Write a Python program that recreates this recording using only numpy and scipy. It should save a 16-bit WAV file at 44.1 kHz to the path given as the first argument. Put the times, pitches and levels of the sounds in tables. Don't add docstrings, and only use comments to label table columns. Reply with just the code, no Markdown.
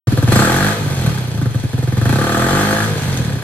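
import sys
import numpy as np
from scipy import signal
from scipy.fft import rfft, irfft, next_fast_len
from scipy.io import wavfile

SR = 44100
rng = np.random.default_rng(int(sys.argv[2]) if len(sys.argv) > 2 else 0)


def materialize(psi):
    bounded = np.clip(np.atleast_2d(psi).T, -1, 1)
    quanta = np.round(bounded * 32767).astype(np.int16)
    wavfile.write(sys.argv[1], SR, quanta)


N = 151263

# t/s, rate/Hz
FIRING_RATE = [(0.072, 18.8), (0.26, 19.22), (0.35, 27.07), (0.44, 37.77), (0.62, 49.81), (0.74, 53.02),
               (0.9, 48.31), (1.06, 39.11), (1.21, 30.58), (1.35, 29.25), (1.45, 23.14), (1.72, 20.79),
               (1.94, 20.85), (2.06, 24.9), (2.18, 35.44), (2.36, 39.78), (2.6, 50.33), (2.87, 54.12),
               (3.06, 48.07), (3.28, 36.32), (3.43, 26.88)]
# t/s, boom/dB, bark/dB, treble/dB
LOUDNESS = [(0.072, -4.5, -30, -35.5), (0.276, -2.5, -27.5, -35), (0.323, -2.5, -18, -27),
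            (0.36, -3, -15.5, -26.5), (0.419, -7.5, -14.5, -28.5), (0.481, -13.5, -16, -30.5),
            (0.68, -8.5, -18, -31.5), (0.765, -18, -30, -36), (0.8, -12, -30.5, -37),
            (1.062, -8, -31.5, -35.5), (1.188, -11.5, -32, -37.5), (1.298, -13.5, -43.5, -40),
            (1.429, -7, -31.5, -41), (1.676, -6.5, -39, -40.5), (1.926, -8, -31, -40),
            (2.01, -5.5, -27.5, -36.5), (2.099, -5, -22.5, -33), (2.188, -7.5, -19, -34),
            (2.28, -15.5, -17.5, -34), (2.381, -12, -16.5, -33.5), (2.58, -12, -16.5, -32),
            (2.832, -12, -21, -33.5), (2.917, -10, -33.5, -35.5), (3.122, -10.5, -33, -35.5),
            (3.358, -9.5, -36, -40)]
# t/s, change/dB
UNEVEN_BURNS = [(.865, 1.5), (.885, -21), (.948, -7), (1.067, 4.5), (1.149, -3), (1.244, -2.5),
                (1.504, -7.5), (1.594, -8), (1.687, -14), (2.939, -13), (2.978, -1.5), (2.998, -12),
                (3.039, -3), (3.08, 3), (3.102, -2), (3.194, 4.5), (3.219, 1), (3.393, -11)]
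# t/s, change/dB
CRACK_CHANGES = [(0.59, -1), (1.067, 6.5), (1.38, 2), (1.504, -21), (1.594, -12), (1.687, -22),
                 (1.879, 0.5), (2.095, 1), (2.616, 4), (2.732, 3.5), (2.808, 2)]
# f/Hz, level/dB
PUFF_TONE = [(20, -19.5), (45, 9), (70, -18.5), (120, -7), (160, 12.5), (200, 14.5), (265, 10), (330, 5.5),
             (410, -8.5), (500, 5), (610, -6), (1500, -56), (5000, -93)]
# f/Hz, level/dB
BURBLE_TONE = [(60, -29.5), (110, 3.5), (180, -8), (260, 1), (350, -8.5), (420, -9), (510, -8.5),
               (620, -29), (1200, -57.5)]
# position/cycle, level/dB
VALVE_TICKS = [(0.097, 13), (0.357, 0), (0.581, 3.5), (0.803, 4.5)]
# f/Hz, width/Hz, level/dB
CASE_RINGS = [(1300, 160, -6), (1570, 72, -31), (2060, 130, 8.5), (2600, 130, -28), (2870, 380, -5),
              (3715, 28, 6), (4380, 670, -15), (6380, 210, 3.5), (8000, 240, 1.5)]
# f/Hz, level/dB
GEAR_RUSH_TONE = [(100, -51), (400, 19), (1000, 11.5), (1600, 5), (2400, 2.5), (4300, 3.5), (5200, -2.5),
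                  (8000, -6), (10500, -4), (14200, -10.5), (15500, -46)]
# delay/s, left gain, right gain
ECHOES = [(.0012, 0.82, 0.69), (.0052, 0.11, 0.47), (.0068, 0.11, 0.071), (0.0145, 0.16, 0.32)]
# f/Hz, t/s
YARD_FADE = [(100, 0.15), (1000, 0.42), (4000, 0.42), (14000, 0.027)]
# f/Hz, level/dB
ECHO_TONE = [(100, -1.5), (300, -13), (600, -19.5), (1200, 1), (3000, 4), (12000, 1.5)]
# f/Hz, width/Hz, level/dB
PIPE_RINGS = [(236, 17, -3.5), (325, 70, 3.5), (521.3, 15, 8), (677.2, 12.5, 6.5), (854, 37, 3),
              (1078, 57, -3.5), (1223, 41, 8.5), (1359, 87, 0.5), (1551, 56, -1.5), (1675, 60, -1.5),
              (1870, 170, -9), (2280, 110, -24.5), (3090, 35, -11.5)]
# f/Hz, width/Hz, level/dB
HIGH_RINGS = [(1661, 76, 5), (1960, 88, -12)]
# t/s, level/dB
HIGH_RING_LEVEL = [(.3, -20), (.65, -3), (.9, -12), (2.2, -22.5), (2.8, -4.5)]
# f/Hz, level/dB
RASP_TONE = [(200, -15), (700, 4), (1600, 5), (2400, -1), (4200, 0), (5300, -4), (7800, -2), (10500, -4),
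             (14000, -7), (15500, -22)]
# multiple of the firing rate, level at top speed/dB
GEAR_NOTES = [(13, -42), (14, -51), (17, -60), (18, -43.5), (20, -46)]
# start/s, end/s, level/dB
HUM_SPANS = [(0.728, 0.827, -26.5), (2.835, 3.013, -28)]
# f/Hz, level/dB
LEFT_OVER_RIGHT = [(60, 1.5), (130, -2.5), (500, 0.5), (2000, 1.5), (4000, -1), (8000, -0.6), (12000, 0.5)]

START_S = .072
BOOM_LAG_S, PUFF_LEAD_S, BARK_LEAD_S = .01066, .002, .0048


def amp(db):
    return 10 ** (np.asarray(db) / 20)


def unit(x):
    return x / np.sqrt(np.mean(x ** 2) + 1e-20)


def along(points, hz):
    f, v = np.transpose(points)
    return np.interp(np.log(hz + 1), np.log(f + 1), v)


def filtered(x, response):
    size = 2 * next_fast_len(N // 2 + SR // 4)
    return irfft(rfft(x, size) * response(np.fft.rfftfreq(size, 1 / SR)), size)[..., :N]


def colour(points):
    def response(hz):
        cepstrum = irfft(np.log(amp(along(points, hz))))
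        half = len(cepstrum) // 2
        return np.exp(rfft(np.r_[cepstrum[0], 2 * cepstrum[1:half], np.zeros(half)]))
    return response


def ringing(notes):
    return lambda f: sum((-1) ** k * amp(db) * 1j * f * width / (hz * hz - f * f + 1j * f * width)
                         for k, (hz, width, db) in enumerate(notes))


def through(x, response):
    return filtered(x, lambda hz: response(hz) / np.sqrt(np.mean(abs(response(hz)) ** 2)))


def pulses(times, sizes):
    return np.bincount(np.clip(np.round(times * SR).astype(int), 0, N), sizes, N + 1)[:N]


def swells(times, sizes, rise_s, fall_s):
    age = np.arange(SR // 10) / SR
    shape = (1 - np.exp(-age / rise_s)) * np.exp(-age / fall_s)
    return unit(signal.fftconvolve(pulses(times, sizes), shape)[:N])


def changes(rows, firings):
    db = np.zeros(len(firings))
    for s, change in rows:
        db[np.argmin(abs(firings - s))] += change
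    return db


def levels(times):
    s, *columns = np.transpose(LOUDNESS)
    return [np.interp(times, s, column) for column in columns]


def scatter(times, spread):
    return spread * rng.standard_normal(len(times))


def hiss(spread=.91):
    return unit(rng.standard_normal(N) + spread * rng.standard_normal((2, N)))


def boom(firings, period, jitter_s=.0008, low_cut_hz=72):
    rate = 1 / period
    slowing = np.clip(-np.gradient(rate, firings) / 30, 0, 1)
    times = firings + BOOM_LAG_S + slowing * scatter(firings, jitter_s)
    sizes = amp(levels(firings)[0] - 2 + changes(UNEVEN_BURNS, firings) + scatter(firings, .6))
    idle_and_fast_hz = [22, 38]
    pitch_hz = np.interp(rate, idle_and_fast_hz, [119, 134])[:, None]
    rise_s, fall_s = .0022, np.interp(rate, idle_and_fast_hz, [.0082, .0038])[:, None]
    age = np.arange(-SR // 50, SR // 12) / SR
    swell = 1 / (np.exp(-age / rise_s) + np.exp(age / fall_s))
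    swell /= swell.max(axis=1, keepdims=True)
    waves = sizes[:, None] * swell * np.sin(2 * np.pi * pitch_hz * age)
    wave_times = np.round(times * SR)[:, None] / SR + age
    thumps = pulses(wave_times.ravel(), waves.ravel())
    return filtered(thumps, lambda f: f ** 8 / (f ** 8 + low_cut_hz ** 8))


def puff(firings, period, follows_bark=.63, round_trip_s=.0095):
    boom_db, bark_db, _ = levels(firings)
    push_db = boom_db - 7.5 + follows_bark * (bark_db - boom_db)
    push = np.sqrt(period * SR) * amp(push_db + changes(UNEVEN_BURNS, firings) + scatter(firings, .6))
    returned = push * amp(-5.5 + 3.5 * (bark_db - bark_db.max()))
    times = firings - PUFF_LEAD_S
    return through(pulses(times, push) + pulses(times + round_trip_s, returned), colour(PUFF_TONE))


def burble(t, firings, period):
    sizes = np.sqrt(period) * amp(changes(UNEVEN_BURNS, firings))
    bursts = swells(firings - BARK_LEAD_S, sizes, rise_s=.0045, fall_s=.014)
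    return through(rng.standard_normal(N) * bursts * amp(levels(t)[0] - 19), colour(BURBLE_TONE))


def valve_clatter(t, cycles, tick_s=.0028, pulsing=.4):
    treble_db = levels(t)[2]
    taps = np.zeros(N)
    for position, db in VALVE_TICKS:
        times = np.interp(np.arange(int(cycles[-1])) + position, cycles, t)
        taps += pulses(times, amp(db + scatter(times, 3)))
    bursts = unit(signal.fftconvolve(taps, np.exp(-t[:SR // 20] / tick_s))[:N])
    ticks = through(hiss() * bursts * amp(treble_db - 5), ringing(CASE_RINGS))
    rush = through(hiss() * unit(1 + pulsing * bursts) * amp(treble_db + 3.5), colour(GEAR_RUSH_TONE))
    return ticks + rush


def yard_echoes(bike):
    hz, age, noise = signal.stft(rng.standard_normal((2, SR // 3)), SR, nperseg=256)
    fade = amp(-60 * age / along(YARD_FADE, hz)[:, None])
    tail = signal.istft(noise * fade, SR, nperseg=256)[1]
    blur = amp(-6) * signal.fftconvolve(bike, tail / np.linalg.norm(tail[0]), axes=1)[:, :N]
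    echoes = filtered(bike, lambda f: sum(np.array([[left], [right]]) * np.exp(-2j * np.pi * f * delay)
                                          for delay, left, right in ECHOES))
    return filtered(blur + echoes, lambda f: amp(along(ECHO_TONE, f)))


def bark(firings, period, jitter_s=.00002, leak_lead_s=.002753):
    times = firings - BARK_LEAD_S + scatter(firings, jitter_s)
    push_db = levels(firings)[1] - 4 + changes(CRACK_CHANGES, firings) + scatter(firings, .7)
    push = np.sqrt(period * SR) * amp(push_db)
    leak = pulses(times - leak_lead_s, push * amp(-11))
    high = pulses(times, push * amp(np.interp(firings, *np.transpose(HIGH_RING_LEVEL))))
    return through(pulses(times, push) + leak, ringing(PIPE_RINGS)) + through(high, ringing(HIGH_RINGS))


def gas_rasp(t, firings, period, follows_bark=.31, steady_share=.5):
    _, bark_db, treble_db = levels(t)
    throttle_db = bark_db - bark_db.max()
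    sizes = np.sqrt(period) * amp(changes(CRACK_CHANGES, firings) + scatter(firings, 1))
    bursts = swells(firings - BARK_LEAD_S - .001, sizes, rise_s=.0005, fall_s=.0068)
    blast = through(hiss() * bursts * amp(bark_db - 7.5), ringing(PIPE_RINGS))
    flow = bursts + steady_share * amp(throttle_db) ** .5 * (1 - bursts)
    rasp_db = treble_db + 1 + follows_bark * throttle_db
    return blast + through(hiss() * flow * amp(rasp_db), colour(RASP_TONE))


def whistle(t, pitch_hz=7650, width_hz=300):
    _, bark_db, treble_db = levels(t)
    whistle_db = treble_db - 5 + 2 * (bark_db - bark_db.max())
    return through(hiss() * amp(whistle_db), ringing([(pitch_hz, width_hz, 0)]))


def gear_whine(rate, cycles):
    notes = sum(amp(db) * np.sin(2 * np.pi * (multiple * cycles + rng.random()))
                for multiple, db in GEAR_NOTES)
    return notes * (rate / rate.max()) ** 2


def hum(t, firings, period, pitch_hz=470, fade_s=.042):
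    level = sum(amp(db) * np.clip(np.minimum(t - start, end - t) / fade_s, 0, 1)
                for start, end, db in HUM_SPANS)
    ring = ringing([(pitch_hz, 64, 0)])
    return level * through(pulses(firings, np.sqrt(period * SR)), lambda hz: ring(hz) ** 2)


def scene():
    t = np.arange(N) / SR
    rate = np.interp(t, *np.transpose(FIRING_RATE))
    cycles = np.cumsum(rate) / SR
    cycles -= np.interp(START_S, t, cycles)
    firings = np.interp(np.arange(int(cycles[-1]) + 1), cycles, t)
    period = 1 / np.interp(firings, t, rate)
    bike = (boom(firings, period) + puff(firings, period) + burble(t, firings, period)
            + valve_clatter(t, cycles) + bark(firings, period) + gas_rasp(t, firings, period)
            + whistle(t) + gear_whine(rate, cycles) + hum(t, firings, period))
    return bike + yard_echoes(bike)


def record(dry, left_lead_s=.00008, top_hz=15750):
    sides = np.array([[.5], [-.5]])
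    stereo = filtered(dry, lambda hz: amp(sides * along(LEFT_OVER_RIGHT, hz))
                      * np.exp(2j * np.pi * hz * sides * left_lead_s))
    fade_in = np.clip((np.arange(N) / SR - START_S) / .001 + 1, 0, 1)
    return filtered(stereo * fade_in, lambda hz: hz < top_hz)


dry = scene()
out = record(dry)
materialize(out)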